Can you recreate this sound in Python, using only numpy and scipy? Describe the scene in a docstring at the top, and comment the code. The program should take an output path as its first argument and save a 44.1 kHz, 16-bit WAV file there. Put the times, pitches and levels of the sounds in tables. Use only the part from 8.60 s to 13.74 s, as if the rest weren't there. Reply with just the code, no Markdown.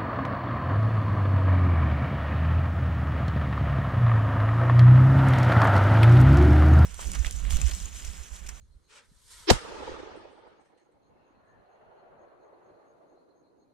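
"""A fuse spits twice as its powder burns, then a firecracker bursts with a sharp crack in a wood.
Trunks, leaves and ground throw the blast back for a second as thuds, hiss and rumble, and a far
hillside answers with a long dull roll. Paper scraps patter down on the leaves. Faintly behind it all,
crickets scrape out their chirps and air stirs at the microphones."""
import sys
import numpy as np
from scipy import signal
from scipy.fft import rfft, irfft, next_fast_len
from scipy.io import wavfile
from scipy.ndimage import uniform_filter1d, map_coordinates

SR = 44100
rng = np.random.default_rng(int(sys.argv[2]) if len(sys.argv) > 2 else 0)


def master_out(mix):
    """Clip the mix to full scale and print it as 16-bit PCM to the path in sys.argv[1]."""
    frames = np.transpose(np.atleast_2d(mix))
    ceiling = np.clip(frames, -1, 1)
    pcm = np.round(ceiling * 32767).astype(np.int16)
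    wavfile.write(sys.argv[1], SR, pcm)


N = 226531

# how the sound from the tree trunks swells and dies: time_s, level_db
TRUNK_LEVELS = [(.93, -45), (.96, -40.5), (1.02, -52), (1.08, -45), (1.28, -42), (1.55, -49.5), (1.79, -57),
                (1.93, -58), (2.08, -67.5), (2.4, -72.5), (2.62, -68), (2.8, -76)]


def amp(db):
    """Turn decibels into a gain to multiply by."""
    return 10 ** (np.asarray(db) / 20)


def unit(x):
    """Scale a signal to an average power of one."""
    return x / np.sqrt(np.mean(x ** 2) + 1e-20)


def level_at(spectrum, hz):
    """Read a list of (pitch_hz, level_db) points at hz; silent beyond its ends."""
    pitch_hz, level_db = np.transpose(spectrum)
    return np.interp(np.log(hz + 1), np.log(pitch_hz + 1), level_db, left=-120, right=-120)


def level_curve(rows):
    """Join (time_s, level_db) points into a smooth level for every sample; silent beyond the ends."""
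    time_s, level_db = np.transpose(rows)[:2]
    joined = np.interp(np.arange(N) / SR, time_s, level_db, left=-120, right=-120)
    return uniform_filter1d(joined, size=300)


def ramp(top_s, top_db, rise_db_per_s, fall_db_per_s, hold_s=0):
    """A level in dB that climbs to a top, holds and falls."""
    t = np.arange(N) / SR - top_s
    return top_db - rise_db_per_s * np.maximum(-t, 0) - fall_db_per_s * np.maximum(t - hold_s, 0)


def wobble(rate_hz):
    """A smooth curve through rate_hz random values a second."""
    coarse = np.arange(0, N + 32, 32)
    values = rng.standard_normal(int(N * rate_hz / SR) + 4)
    return np.interp(np.arange(N), coarse, map_coordinates(values, [coarse * rate_hz / SR]))


def noise(shared, lag_s, flicker_db, flicker_hz):
    """Flickering white stereo noise; the shared part reaches the right side lag_s after the left."""
    flicker = amp(flicker_db * np.array([wobble(flicker_hz) for _ in range(3)]))
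    common, left, right = rng.standard_normal((3, N)) * flicker
    late = np.roll(common, round(lag_s * SR))
    return np.sqrt(shared) * np.array([common, late]) + np.sqrt(1 - shared) * np.array([left, right])


def coloured(x, spectrum, patchy_db, change_db=lambda hz, s: 0 * s):
    """Give x a tone colour with random patches; the colour may change in time, the power is kept even."""
    hz, s, slices = signal.stft(x, SR, nperseg=1024)
    gain = amp(level_at(spectrum, hz)[:, None] + change_db(hz[:, None], s))
    patches = uniform_filter1d(rng.standard_normal(gain.shape), size=4, axis=0)
    patches = uniform_filter1d(patches, size=3, axis=1)
    gain *= amp(patchy_db * unit(patches)) / np.linalg.norm(gain, axis=0)
    return unit(signal.istft(slices * gain, SR, nperseg=1024)[1][:, :N])


def band_noise(low_hz, high_hz, order, samples):
    """Stereo noise between two pitches; a higher order gives sharper edges."""
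    band = signal.butter(order, [low_hz, high_hz], "bandpass", fs=SR, output="sos")
    return unit(signal.sosfilt(band, rng.standard_normal((2, samples))))


def tilted(time_s, db_per_octave, pivot_hz):
    """A colour change that tips the sound brighter or duller over time."""
    return lambda hz, s: np.interp(s, time_s, db_per_octave) * np.log2((hz + 1) / pivot_hz)


def thuds(rows, cycles):
    """A short pressure swing for each (start_s, level_db, pitch_hz), swelling for this many cycles."""
    out, t = np.zeros(N + SR), np.arange(SR // 8) / SR
    for start_s, level_db, pitch_hz in rows:
        swell = amp(level_db) * np.exp(-(t * pitch_hz / cycles - 1) ** 2)
        out[round(start_s * SR):][:len(t)] += swell * np.sin(2 * np.pi * pitch_hz * t)
    return out[:N]


def air():
    """Low puffs of air at the microphones before the burst, and the faint hiss of the place."""
    # puffs of air: peak_s, level_db
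    puffs = [(0, -59.5), (.06, -68), (.11, -69), (.152, -66), (.53, -66), (.67, -64), (.8, -64), (.87, -63)]
    # colour of the puffs: pitch_hz, level_db
    puff_colour = [(12, -37), (20, -4), (44, 3), (70, -0.5), (99, -4), (162, -38.5), (400, -48.5),
                   (520, -68.5), (880, -120)]
    # colour of the hiss: pitch_hz, level_db
    hiss_colour = [(59, -31), (100, -0.5), (313, -5.5), (508, -5.5), (712, -13), (1310, -13.5),
                   (3320, -29.5), (4190, -22), (5400, -33.5), (6530, -25), (7410, -36), (10800, -30),
                   (15500, -47.5)]
    still_db, end_s = -78, .89
    swells = sum(amp(ramp(s, db, rise_db_per_s=191, fall_db_per_s=151)) for s, db in puffs)
    stir = coloured(noise(.29, -.001, 2.5, 18), puff_colour, patchy_db=1.1)
    hiss = coloured(noise(.07, 0, 1.3, 2.5), hiss_colour, patchy_db=2.1)
    return (amp(still_db) + swells) * (np.arange(N) / SR < end_s) * stir + amp(-75) * hiss


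def crickets():
    """One cricket scrapes chirps of quick strokes; a lower chorus throbs further off."""
    # the high cricket's runs of chirps: start_s, length_s, level_db
    runs = [(-.01, .3, -79), (1.956, .3, -84.5), (2.412, .8, -86.5), (3.335, .1, -94), (3.572, 1.0, -84.5),
            (4.742, 0.32, -82.5)]
    # the chorus's clearest throbs: centre_s, level_db
    chorus = [(.02, -84), (.14, -81), (.27, -77), (2.19, -84), (2.45, -90.5), (2.78, -87), (2.9, -88),
              (3.06, -88), (3.17, -89), (3.39, -89.5), (3.71, -88), (3.82, -84), (3.96, -87), (4.58, -83),
              (4.72, -83.5), (4.88, -87.5), (5.02, -85)]
    chirp_s, chirp_every_s, stroke_hz, throb_half_s = .1, .223, 60, .024
    high_colour = [(6100, -18), (6400, 3), (6600, 11), (6750, -8), (6950, -28)]  # pitch_hz, level_db
    low_colour = [(3700, -21), (3950, -5.5), (4250, 2), (4400, -5.5), (4600, -24.5)]
    t = np.arange(N) / SR
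    chirps = sum(amp(db) * np.sin(np.pi * np.clip((t - s) / chirp_s, 0, 1))
                 for start, length, db in runs for s in np.arange(start, start + length, chirp_every_s))
    strokes = 1 + .4 * np.cos(2 * np.pi * stroke_hz * t)
    high = coloured(noise(.71, .00015, .75, 40), high_colour, patchy_db=1.1)
    low = coloured(noise(.3, 0, 3, 45), low_colour, patchy_db=2.1)
    throbs = sum(amp(db) * np.exp(-((t - s) / throb_half_s) ** 2) for s, db in chorus)
    murmur = amp(-91.5 + 2.5 * wobble(7))
    return chirps * strokes * high + (throbs + murmur) * low


def hoots():
    """Faint hoots: narrow bands of noise swell and pass early in the far roll."""
    # the hoots: centre_s, half_length_s, pitch_hz, width_hz, level_db
    bands = [(2.93, 0.089, 1740, 140, -69.5), (2.645, 0.13, 2650, 240, -81.5), (3.28, 0.33, 2780, 560, -82)]
    t, out = np.arange(N) / SR, np.zeros((2, N))
    for centre_s, half_s, hz, width_hz, db in bands:
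        swell = amp(db) * np.exp(-((t - centre_s) / half_s) ** 2)
        out += swell * band_noise(hz - width_hz / 2, hz + width_hz / 2, order=2, samples=N)
    return out


def bumps():
    """A few dull bumps before the burst."""
    # the bumps: start_s, level_db, pitch_hz
    hits = [(.155, -49, 60), (.515, -55, 166), (.8, -62, 157)]
    return thuds(hits, cycles=.67)


def scraps():
    """Paper scraps land on the leaves, each with a high patter and a lower rustle."""
    # scraps landing: start_s, patter_db, rustle_db
    landings = [(1.553, -69, -78), (1.693, -78.5, -85), (1.708, -82, -83), (1.765, -80, -84.5),
                (1.865, -82, -83.5), (1.997, -79, -75), (2.045, -79.5, -70.5), (2.169, -80.5, -71),
                (2.31, -87, -89), (2.85, -90, -90)]
    # colour of the patter: pitch_hz, level_db
    patter_colour = [(6500, -25), (7600, -0.5), (8500, 8.5), (10200, -6), (11500, -28)]
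    # colour of the rustle: pitch_hz, level_db
    rustle_colour = [(1200, -18), (1800, 10), (4000, -9), (6500, -5), (7500, -22)]
    rise_s, fade_s = .011, .28  # a fade is the time to drop 60 dB
    patter = coloured(noise(.2, 0, 3, 270), patter_colour, patchy_db=2.5)
    rustle = coloured(noise(.23, 0, 2.7, 250), rustle_colour, patchy_db=3)
    out = np.zeros((2, N))
    for start_s, patter_db, rustle_db in landings:
        t = np.maximum(np.arange(N) / SR - start_s, 0)
        shape = np.minimum(t / rise_s, 1) * amp(-60 * t / fade_s)
        out += shape * (amp(patter_db) * patter + amp(rustle_db) * rustle)
    return out


def hillside():
    """The far slope rolls the blast back, dull and lumpy, over a heaving ground rumble."""
    # colour of the roll: pitch_hz, level_db
    roll_colour = [(59, -48), (100, -18.5), (234, -21.5), (325, -1), (636, 0), (786, -5), (1220, -10),
                   (1370, -12.5), (3600, -40), (4180, -44), (5000, -77), (6500, -80), (11000, -120)]
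    # how that colour drifts: time_s, tilt_db_per_octave, shift_octaves
    drift = [(2.2, -3.5, -0.4), (2.7, 5.5, -0.13), (3.3, -0.5, 0.27), (3.8, 0.95, -0.0018),
             (4.4, 0.5, -0.079), (5.14, -1, -0.48)]
    # colour of the ground rumble: pitch_hz, level_db
    ground_colour = [(13, -44), (22, -11), (54, -1), (172, -4), (203, -5.5), (280, -2), (360, -30),
                     (620, -120)]

    def sliding(hz, s):
        """The colour tilts and rises, then slides down as later sound comes from further off."""
        time_s, tilt, octaves = np.transpose(drift)
        shifted_db = level_at(roll_colour, hz / 2 ** np.interp(s, time_s, octaves))
        return tilted(time_s, tilt, pivot_hz=600)(hz, s) + shifted_db - level_at(roll_colour, hz)

    arrival_s, fade_in_s = 2.205, .14
    arrived = np.clip((np.arange(N) / SR - arrival_s) / fade_in_s, 0, 1)
    roll_db = ramp(top_s=3.374, top_db=-57.5, rise_db_per_s=12.5, fall_db_per_s=9, hold_s=.7)
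    ground_db = ramp(top_s=2.6, top_db=-71.5, rise_db_per_s=25, fall_db_per_s=4) + 3.5 * wobble(9)
    roll = coloured(noise(.19, -.0003, 1.25, 50), roll_colour, patchy_db=1.64, change_db=sliding)
    ground = coloured(noise(.3, .0028, 2.1, 14), ground_colour, patchy_db=1.8)
    return arrived * (amp(roll_db) * roll + amp(ground_db) * ground)


def echoes():
    """Single trunks and rocks slap back: near ones reach the left side first, far ones the right."""
    # strong echoes: start_s, level_db, pitch_hz
    slaps = [(1.048, -36.5, 524), (1.12, -33.5, 453), (1.274, -32, 504), (1.291, -33.5, 332),
             (1.314, -33.5, 427), (1.339, -37.5, 444), (1.399, -34.5, 424), (1.429, -34.5, 356),
             (1.471, -36.5, 430), (1.554, -39.5, 521), (1.572, -39, 344), (1.652, -37.5, 534),
             (1.728, -46.5, 449), (2.163, -56, 500), (2.289, -55, 500), (2.555, -59, 360),
             (2.705, -58, 300), (3.488, -52, 594), (3.528, -52, 460), (3.674, -49, 483), (3.93, -48, 570),
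             (4.1, -50, 471), (4.575, -49, 626)]
    when, weakness, pitch = rng.random((12, 3)).T  # twelve lesser echoes fall at random
    stray_s = 1.05 + 1.45 * when
    stray_db = np.interp(stray_s, *np.transpose(TRUNK_LEVELS)) + 5.5 - 5 * weakness
    stray_hz = 460 * 1.6 ** (pitch - .5)
    start_s, db, hz = np.vstack([slaps, np.transpose([stray_s, stray_db, stray_hz])]).T
    near = start_s < 2.5
    lag_s = np.where(near, .0022, -.0003)
    left_over_right_db = np.where(near, -3.5, .5)
    left = thuds(zip(start_s, db + left_over_right_db / 2, hz), cycles=.98)
    right = thuds(zip(start_s + lag_s, db - left_over_right_db / 2, hz), cycles=1.23)
    return np.array([left, right])


def wood():
    """Trunks return thuds, leaves a hiss that loses its treble in the air, the ground a rumble."""
    # colour of the sound off the trunks: pitch_hz, level_db
    trunk_colour = [(82, -46.5), (140, -16), (235, -8.5), (340, -3), (377, -6), (454, -4), (664, -6.5),
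                    (875, -6), (948, -8.5), (1440, -21), (2200, -23), (2860, -53.5), (4840, -120)]
    # colour of the sound off the leaves: pitch_hz, level_db
    leaf_colour = [(710, -31), (1200, 0.5), (2040, -9), (2910, -9), (6450, -16), (7630, -20.5),
                   (8340, -17.5), (10800, -28), (12600, -38), (16400, -68), (22000, -120)]
    # colour of the sound off the ground: pitch_hz, level_db
    rumble_colour = [(12, -35), (20, -4), (49, 3), (92, -2), (162, -15), (200, -13.5), (260, -41),
                     (440, -120)]
    absorbed = lambda hz, s: -22 * (hz / 8000) ** 2.5 * np.clip(s - 1.05, 0, 1.2)
    trunks = coloured(noise(.55, .0022, 3.4, 60), trunk_colour, patchy_db=1.8) * amp([[-1.5], [1.5]])
    leaves = coloured(noise(.04, 0, .74, 73), leaf_colour, patchy_db=2.6, change_db=absorbed)
    rumble = coloured(noise(.3, .00098, .88, 10), rumble_colour, patchy_db=2.1) * amp([[1.2], [-1.2]])
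    trunks_db = level_curve(TRUNK_LEVELS)
    swell_db = trunks_db - trunks_db.max()  # leaves and ground swell along with the trunks
    t = np.arange(N) / SR - .93  # time since the closest echoes arrived
    closest = lambda db, fade_s: amp(db - 60 * np.abs(t) / fade_s) * (t > 0)
    leaf_gain = np.hypot(closest(db=-39, fade_s=.81), amp(-45.5 + 1.203 * swell_db))
    rumble_gain = np.hypot(closest(db=-21.5, fade_s=.083), amp(-49.5 + 1.5 * swell_db))
    return amp(trunks_db) * trunks + leaf_gain * leaves + rumble_gain * rumble


def fuse():
    """Burning powder hisses out in a spurt, then flares with a brighter sizzle."""
    # how the fuse burns: time_s, level_db, tilt_db_per_octave
    burn = [(0, -79, -0.5), (.275, -79, -0.5), (0.302, -59.5, -1), (0.378, -52, -0.5), (0.424, -63.5, -4),
            (0.482, -72, -1), (0.656, -62.5, 2), (0.718, -50.5, 0.5), (0.9, -55.5, -1.5)]
    # colour of the first spurt: pitch_hz, level_db
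    spurt_colour = [(180, -58), (300, -22), (423, -7.5), (595, -8), (729, -34), (825, -9), (1800, -3.5),
                    (2010, -7), (2380, -5), (2780, -8), (8530, -11), (12400, -31), (16100, -64),
                    (22000, -120)]
    # colour of the last flare: pitch_hz, level_db
    flare_colour = [(180, -56), (300, -26), (443, -8.5), (764, -21.5), (965, -2), (1140, -11), (1280, -2.5),
                    (2010, -7.5), (2200, -5.5), (2570, -13), (3350, -5), (7300, -7), (8800, -3.5),
                    (12400, -15), (16100, -43), (22000, -120)]
    time_s, _, tilt = np.transpose(burn)
    brightness = tilted(time_s, tilt, pivot_hz=4000)
    spurt, flare = (coloured(noise(.5, 0, 1.2, 200), colour, patchy_db=2.13, change_db=brightness)
                    for colour in (spurt_colour, flare_colour))
    spurt_s = .36  # the spurt's colour holds only around this moment
    flare_share = np.clip(np.abs(np.arange(N) / SR - spurt_s) / .043 - 1.2, 0, 1)
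    return amp(level_curve(burn)) * (np.sqrt(1 - flare_share) * spurt + np.sqrt(flare_share) * flare)


def blast():
    """A sharp crack and low thump in bands of noise. A brief swell of noise is heard just ahead."""
    # pressure swings, timed from the burst: left_s, right_s, pitch_hz, half_length_s, left_db, right_db
    swings = [(.0001, -.0002, 2989, .0003, -7, -15), (.0001, -.0002, 7092, .00015, -9.5, -18.5),
              (.0001, -.0002, 12850, .0001, -6.5, -10), (.001, -.002, 850, .0012, -6.5, -12.5),
              (.0031, .0049, 410, 0.0023, -6, -11.5), (.0076, .012, 215, .0032, -11, -19),
              (.0085, .013, 80, .006, -8, -17), (0.025, .055, 44.77, .014, -26.5, -28.5)]
    # noise bands, timed from the burst: peak_s, rise_s, fade_s, low_hz, high_hz, left_db, right_db
    bands = [(-.012, .008, .03, 332, 440, -14, -24.5), (-.004, .004, 0.009, 595, 680, -11.5, -18),
             (-.012, 0.0092, .03, 5000, 5400, -33, -28), (-.012, .01, 0.025, 830, 5400, -34, -23),
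             (-.003, .003, 0.027, 3660, 5600, -28, -10), (-.003, .003, .02, 5643, 8000, -24, -14.5),
             (-.003, .004, .03, 2000, 3600, -28, -17.5), (-.002, 0.0056, 0.023, 700, 2400, -26, -14.5),
             (.006, .003, .1, 150, 1500, -21.5, -23), (.006, .003, 0.18, 1500, 9300, -28, -27.5),
             (.003, .002, .15, 9000, 12600, -44, -42), (.003, .002, .12, 12500, 15700, -38.5, -38)]
    burst_s = .9073
    t = np.arange(round(.5 * SR)) / SR - .05
    out = np.zeros((2, len(t)))
    for left_s, right_s, hz, half_s, left_db, right_db in swings:
        offset_s = t - np.array([[left_s], [right_s]])
        shape = np.exp(-(offset_s / half_s) ** 2)
        out += amp([[left_db], [right_db]]) * shape * np.sin(2 * np.pi * hz * offset_s)
    for peak_s, rise_s, fade_s, low_hz, high_hz, left_db, right_db in bands:
        rising = np.exp(-((t - peak_s) / rise_s) ** 2 / 2)
        fading = amp(-60 * np.abs(t - peak_s) / fade_s)
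        band = band_noise(low_hz, high_hz, order=7, samples=len(t))
        out += amp([[left_db], [right_db]]) * np.where(t < peak_s, rising, fading) * band
    start = round((burst_s + t[0]) * SR)
    return np.pad(out, ((0, 0), (start, N - start - len(t))))


def scene():
    """The firecracker, its echoes and the quiet sounds around it, added up in stereo."""
    foreground = fuse() + blast() + wood() + echoes() + hillside()
    return foreground + hoots() + air() + crickets() + scraps() + bumps()


def record(dry):
    """The two microphones differ in colour; the recorder rounds off loud peaks and cuts the top treble."""
    # colour of the microphone openings: pitch_hz, both_db, left_over_right_db
    mic_colour = [(200, 1, -1), (690, 1, -0.5), (1298.2, 0, 2), (2394, 0, 0), (4405, 0.5, 0), (7860, 0, -2),
                  (8340, 0, -3.5), (9400, -1.5, -2), (12203, 0.5, 0), (12800, -13.5, -1)]
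    ceiling, top_hz = .99, 15900
    size = next_fast_len(N + 8192)
    hz = np.fft.rfftfreq(size, 1 / SR)
    pitch_hz, both_db, lean_db = np.transpose(mic_colour)
    mic_db = [np.interp(np.log(hz + 1), np.log(pitch_hz), both_db + side * lean_db / 2)
              for side in (1, -1)]
    heard = irfft(rfft(dry, size) * amp(mic_db), size)
    rounded = heard / (1 + np.abs(heard / ceiling) ** 4) ** (1 / 4)
    return irfft(rfft(rounded, size) * (hz < top_hz), size)[:, :N]


dry = scene()
out = record(dry)
master_out(out)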